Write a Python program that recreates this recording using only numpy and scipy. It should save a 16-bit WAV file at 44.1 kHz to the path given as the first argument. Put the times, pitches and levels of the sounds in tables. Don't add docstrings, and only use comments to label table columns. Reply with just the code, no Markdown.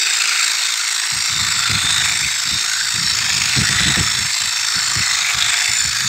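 import sys
import numpy as np
from scipy import signal
from scipy.fft import rfft, irfft, next_fast_len
from scipy.io import wavfile
from scipy.ndimage import uniform_filter1d, map_coordinates

SR = 44100
rng = np.random.default_rng(int(sys.argv[2]) if len(sys.argv) > 2 else 0)


def pcm_store(signal):
    levels = np.round(np.clip(np.atleast_2d(signal), -1, 1) * 32767)
    wavfile.write(sys.argv[1], SR, levels.astype(np.int16).T)


N = 268128

# frequency in Hz, relative spectral level in dB.
HOUSING_SPECTRUM = [(150, -67), (330, -18), (600, -27.5), (720, -15.5), (850, -13), (1050, -7.5),
                    (1400, -1.5), (2200, 0.5), (2550, -1), (2800, -5.5), (3200, -6.5), (3800, -77)]
BLADE_SPECTRUM = [(2400, -29), (3000, -16.5), (3380, -3), (3600, -1), (4000, 1), (4550, 0), (4800, -1),
                  (5200, -2.5), (5450, -0.5), (5800, -4), (6500, -28)]
TIP_SPECTRUM = [(5000, -37.5), (6000, -5.5), (6350, -2), (6900, -2), (7300, -0.5), (8100, 0), (8600, -8),
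                (9300, -22), (10500, -45)]
FIZZ_SPECTRUM = [(7000, -13.5), (9300, 3.5), (10300, 0.5), (11200, 2.5), (14200, 1), (15700, -6)]

def cutter(turns, load):
    housing_db = loaded_level(load, free_db=-25.5, load_db=5.44, drift_db=0.2)
    blade_db = loaded_level(load, free_db=-23.5, load_db=3.1, drift_db=0.2)
    tips_db = loaded_level(load, free_db=-25, load_db=2, drift_db=0.2)
    pressure = mesh_pressure(turns)
    snag = amp(0.49 * wobble(60) + 0.16 * wobble(260))

    def rasp(spectrum, throb_db, **sliding):
        return coloured(snag * amp(throb_db * pressure) * friction(turns, **sliding), spectrum)

    housing = rasp(HOUSING_SPECTRUM, throb_db=0, depth=1.11, repeat=0.4, grain_db=0.1)
    blade = rasp(BLADE_SPECTRUM, throb_db=0.86, depth=0.97, repeat=0.15, grain_db=1)
    tips = rasp(TIP_SPECTRUM, throb_db=2.2, depth=0.65, repeat=0.13, grain_db=1)
    fizz = rasp(FIZZ_SPECTRUM, throb_db=1.4, depth=0.83, repeat=0.074, grain_db=3)
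    out = amp(housing_db) * resonances(housing, GRIP_MODES, patchy_db=1.68, chatter_db=1.85)
    out += amp(blade_db) * resonances(blade, GRIP_MODES, patchy_db=2.97, chatter_db=1.05)
    out += amp(tips_db) * resonances(tips, [], patchy_db=3.5, chatter_db=-0.5)
    return out + amp(-41 + 0.27 * wobble(3.3)) * resonances(fizz, [], patchy_db=1.5, chatter_db=2)


# fraction of the stroke, relative level in dB.
STROKE_FRICTION = [(0, .5), (.15, -2.5), (.335, -6.5), (.37, 1), (.5, -.5), (.73, 1), (.835, -4.5),
                   (.875, 4.5), (.95, 2.5)]

def friction(turns, depth, repeat, grain_db):
    strokes = turns * (13 / 28)
    place = strokes % 1
    track = rng.standard_normal(int(N / strokes[-1]))
    recurring = unit(map_coordinates(track, [place * len(track)], mode="grid-wrap"))
    grit = np.sqrt(repeat) * recurring + np.sqrt(1 - repeat) * rng.standard_normal(N)
    friction_db = depth * np.interp(place, *np.transpose(STROKE_FRICTION), period=1)
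    return grit * amp(friction_db + grain_db * wobble(700))


# peak time in seconds, half length in seconds, frequency in Hz, relative lift in dB.
GRIP_MODES = [(.15, 0.86, 2560, 5), (0.386, 0.14, 2250, 10.5), (1.656, 0.099, 1400, 11),
              (1.97, 0.12, 3790, 13), (2.004, 0.05, 1910, 5), (2.26, .1, 2230, 6.5), (2.79, .13, 1540, 12),
              (3.084, 0.052, 4020, 8), (3.83, 0.17, 1810, 8), (3.82, .12, 3150, 8), (3.862, 0.11, 3730, 11),
              (5.065, 0.16, 2000, 1.5), (5.144, .13, 3960, 5.5), (5.276, 0.039, 2340, 9.5),
              (5.427, 0.14, 3660, 4), (5.592, .14, 2170, 6.5), (5.953, 0.2, 1690, 12.5)]

def resonances(x, modes, patchy_db, chatter_db):
    hz, t, spectrogram = signal.stft(x, SR, nperseg=512, noverlap=384)
    lift_db = patchy_db * patches(spectrogram.shape, size=(3, 80))
    lift_db += chatter_db * patches(spectrogram.shape, size=(4, 5))
    for peak_s, half_s, mode_hz, db in modes:
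        width_hz = 0.11 * mode_hz
        detuning = 2 * (hz[:, None] - mode_hz) / width_hz
        lift_db += db * np.exp(-((t - peak_s) / half_s) ** 2) / (1 + detuning ** 2)
    _, ringing = signal.istft(spectrogram * amp(lift_db), SR, nperseg=512, noverlap=384)
    return steady(ringing[:N], span_s=0.383)


# shaft order in cycles per turn, level in dB.
GEAR_HUM = [(16, -57), (31, -41), (32, -46.5), (33, -43)]

def gears(turns, load):
    low_db = loaded_level(load, free_db=-32, load_db=2.1, drift_db=3.5) + swell(order=64)
    whistle_db = loaded_level(load, free_db=-31.5, load_db=-8.5, drift_db=-1.5) + swell(order=80)
    mid_db = loaded_level(load, free_db=-29, load_db=-2.3, drift_db=0.85) + swell(order=96)
    high_db = loaded_level(load, free_db=-32.5, load_db=0.5, drift_db=-0.5) + swell(order=128)
    out = amp(low_db) * gear_tone(turns, order=64, throb_db=7, swing_rad=0.9, waver_rad=0.32)
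    out += amp(whistle_db) * gear_tone(turns, order=80, throb_db=1, swing_rad=0.1, waver_rad=0.2)
    out += amp(mid_db) * gear_tone(turns, order=96, throb_db=10, swing_rad=0.4, waver_rad=0.3)
    out += amp(high_db) * gear_tone(turns, order=128, throb_db=11, swing_rad=0.8, waver_rad=0.6)
    for order, db in GEAR_HUM:
        out += amp(db + wobble(4.5)) * unit(np.sin(2 * np.pi * order * turns + 0.5 * wobble(13)))
    return out


def gear_tone(turns, order, throb_db, swing_rad, waver_rad):
    swing = swing_rad * np.cos(2 * np.pi * (turns - 0.93))
    phase = 2 * np.pi * order * turns + swing + waver_rad * wobble(25)
    return unit(np.sin(phase) * amp(throb_db * mesh_pressure(turns) + wobble(40)))


def mesh_pressure(turns):
    angle = 2 * np.pi * (turns - 0.93)
    return 0.79 * np.cos(angle) + 0.26 * np.cos(2 * angle)


# peak time in seconds, half length in seconds, shaft order, gain in dB.
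WHINE_SWELLS = [(.1, .15, 64, -4), (.45, 0.2, 64, 1), (2.75, .15, 64, -7), (1.78, 0.31, 64, 5),
                (4.146, .08, 64, 4), (.97, 0.16, 64, -10), (5.04, 0.29, 64, -14), (.03, 0.11, 80, 11.5),
                (0.92, 0.2, 80, -11), (1.614, 0.099, 80, 7.5), (2.952, 0.19, 80, 1.5), (4.3, .15, 80, 0.5),
                (.28, 0.25, 96, -9), (1.25, 0.26, 96, 1.5), (1.84, 0.15, 96, -6), (2.39, 0.12, 96, -11),
                (3.1, .08, 96, 7.5), (3.327, .09, 96, 5.5), (4.054, 0.11, 96, 5.5), (4.34, 0.14, 96, -6),
                (4.7, 0.17, 96, 3.5), (5.06, 0.11, 96, 5.5), (5.3, .12, 96, -7), (5.6, 0.027, 96, 9),
                (6.06, .1, 96, -13), (0.175, .07, 128, 9.5), (.43, 0.046, 128, 10), (1.7, 0.08, 128, -8),
                (5.8, .08, 128, 12), (7.6, .12, 128, 9)]

def swell(order):
    t = np.arange(N) / SR
    return sum(db * np.exp(-((t - peak_s) / half_s) ** 2)
               for peak_s, half_s, tone_order, db in WHINE_SWELLS if tone_order == order)


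# time in seconds, speed in turns per second.
SHAFT_SPEED = [(0.0, 57.97), (0.56, 57.88), (0.88, 58.1), (1.08, 57.92), (1.73, 56.3), (2.04, 56.6),
               (2.6, 57.62), (2.88, 57.52), (3.29, 55.97), (3.61, 55.61), (4.01, 55.96), (4.43, 56.64),
               (4.67, 56.64), (5.02, 55.12), (5.24, 54.82), (6.08, 55.98)]

def shaft_turns():
    return np.cumsum(curve(SHAFT_SPEED)) / SR


# start in seconds, lift-off in seconds, relative load, relative drone level in dB.
COAT_PASSES = [(-.4, 0.46, 0.93, -57), (1.295, 2.132, 0.85, -45.5), (3.083, 3.993, 1.05, -42.5),
               (4.72, 5.683, 0.85, -41)]
DIG_IN_S, LIFT_OFF_S = 0.35, 0.081

def coat_load():
    return sum(load * envelope(start, end, DIG_IN_S, LIFT_OFF_S) for start, end, load, _ in COAT_PASSES)


def drone(turns):
    press = sum(amp(db) * envelope(start, end, DIG_IN_S, LIFT_OFF_S) ** 2
                for start, end, _, db in COAT_PASSES)
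    rasp = (amp(-58.5) + press) * amp(2.5) * low_rasp(turns)
    pinion = np.sin(2 * np.pi * 13 * turns + 0.35 * wobble(12))
    return rasp + press * amp(-4) * pinion


# frequency in Hz, relative spectral level in dB.
DRONE_SPECTRUM = [(400, -20), (560, -25), (660, -3), (740, 3), (850, 2), (1000, -1), (1400, -20)]

def low_rasp(turns):
    sliding = friction(turns, depth=0.71, repeat=0.21, grain_db=5.5)
    return steady(coloured(sliding, DRONE_SPECTRUM), span_s=0.15)


# time in seconds, relative level in dB.
BREEZE_LEVELS = [(0, -62), (.95, -72), (1.3, -42), (1.65, -38), (2.05, -30), (2.38, -47.5), (2.8, -45),
                 (3.05, -36), (4.08, -30.5), (4.38, -54), (4.9, -39.5), (5.62, -52), (5.95, -35.5)]
# start in seconds, length in seconds, relative level in dB.
WIND_GUSTS = [(1.117, .08, -33), (1.297, 0.21, -33), (1.403, 0.026, -27.5), (1.693, 0.083, -22),
              (1.835, 0.017, -23.5), (2.215, 0.058, -30), (2.455, 0.022, -30), (2.508, 0.053, -27.5),
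              (2.941, 0.12, -29), (3.304, 0.16, -33), (3.56, 0.072, -16.5), (3.69, 0.086, -24),
              (3.797, 0.036, -20.5), (3.855, 0.064, -19), (3.969, 0.047, -15.5), (4.164, 0.1, -29.5),
              (4.403, 0.079, -37), (4.756, 0.018, -26), (4.956, 0.052, -23), (5.342, .035, -29),
              (5.404, 0.095, -36), (5.686, 0.018, -29), (5.842, 0.043, -28.5), (6.03, 0.063, -29)]
# frequency in Hz, relative spectral level in dB.
BUFFET_SPECTRUM = [(20, -50), (32, -28), (50, -8), (75, 2), (125, 3.5), (200, -6.5), (280, -18.5),
                   (400, -24.5), (560, -33), (900, -70)]
EDDY_SPECTRUM = [(100, -29), (190, 10), (260, 3), (400, -2.5), (500, -14), (700, -36), (1500, -70)]
PUFF_SPECTRUM = [(30, -38), (70, -10), (130, 7.5), (280, -2.5), (450, -10.5), (700, -16), (1500, -57)]

def wind():
    power = amp(curve(BREEZE_LEVELS) + 2.5 * wobble(22)) ** 2
    puff_gain = np.zeros(N)
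    for start, length, db in WIND_GUSTS:
        power += (amp(db) * envelope(start, start + length, rise_s=0.0027, fall_s=0.0099)) ** 2
        puff_gain += amp(1.82 * db + 13.5) * envelope(start, start, rise_s=0.0047, fall_s=0.02)
    wind_db = 10 * np.log10(power)
    buffet = amp(wind_db - 3.5) * steady_noise(BUFFET_SPECTRUM, span_s=0.0424)
    eddies = amp(1.506 * wind_db - 3.5) * steady_noise(EDDY_SPECTRUM, span_s=0.024)
    puffs = puff_gain * steady_noise(PUFF_SPECTRUM, span_s=0.017)
    bass_cut = signal.butter(4, 52, "high", fs=SR, output="sos")
    return signal.sosfilt(bass_cut, buffet + eddies + puffs)


def loaded_level(load, free_db, load_db, drift_db):
    return free_db + load_db * load + drift_db * wobble(7.9)


def amp(db):
    return 10 ** (np.asarray(db) / 20)


def unit(x):
    return x / np.sqrt(np.mean(x ** 2) + 1e-20)


def steady(x, span_s):
    return x / np.sqrt(np.abs(uniform_filter1d(x ** 2, int(span_s * SR))) + 1e-12)


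def steady_noise(spectrum, span_s):
    return steady(coloured(rng.standard_normal(N), spectrum), span_s)


def curve(rows):
    return np.interp(np.arange(N) / SR, *np.transpose(rows))


def envelope(start, end, rise_s, fall_s):
    t = np.arange(N) / SR
    rise = 1 - np.exp(-np.maximum(t - start, 0) / rise_s)
    return rise * np.exp(-np.maximum(t - end, 0) / fall_s)


def wobble(rate):
    knots = rng.standard_normal(int(N * rate / SR) + 4)
    return map_coordinates(knots, [np.arange(N) * rate / SR])


def patches(shape, size):
    across_frequency = uniform_filter1d(rng.standard_normal(shape), size[0], axis=0)
    return unit(uniform_filter1d(across_frequency, size[1], axis=1))


def filtered(x, response):
    size = next_fast_len(N + SR // 4)
    return irfft(rfft(x, size) * response(np.fft.rfftfreq(size, 1 / SR)), size)[:N]


def coloured(x, spectrum):
    points_hz, db = np.transpose(spectrum)
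    return unit(filtered(x, lambda hz: amp(np.interp(np.log(hz + 1), np.log(points_hz), db))))


def scene():
    turns = shaft_turns()
    load = coat_load()
    return (cutter(turns, load) + drone(turns) + gears(turns, load) + wind())[None]


def record(dry):
    ceiling, top_hz = 0.92, 15720
    rounded = dry[0] / (1 + (dry[0] / ceiling) ** 8) ** (1 / 8)
    return filtered(rounded, lambda hz: hz < top_hz)[None]


dry = scene()
out = record(dry)
pcm_store(out)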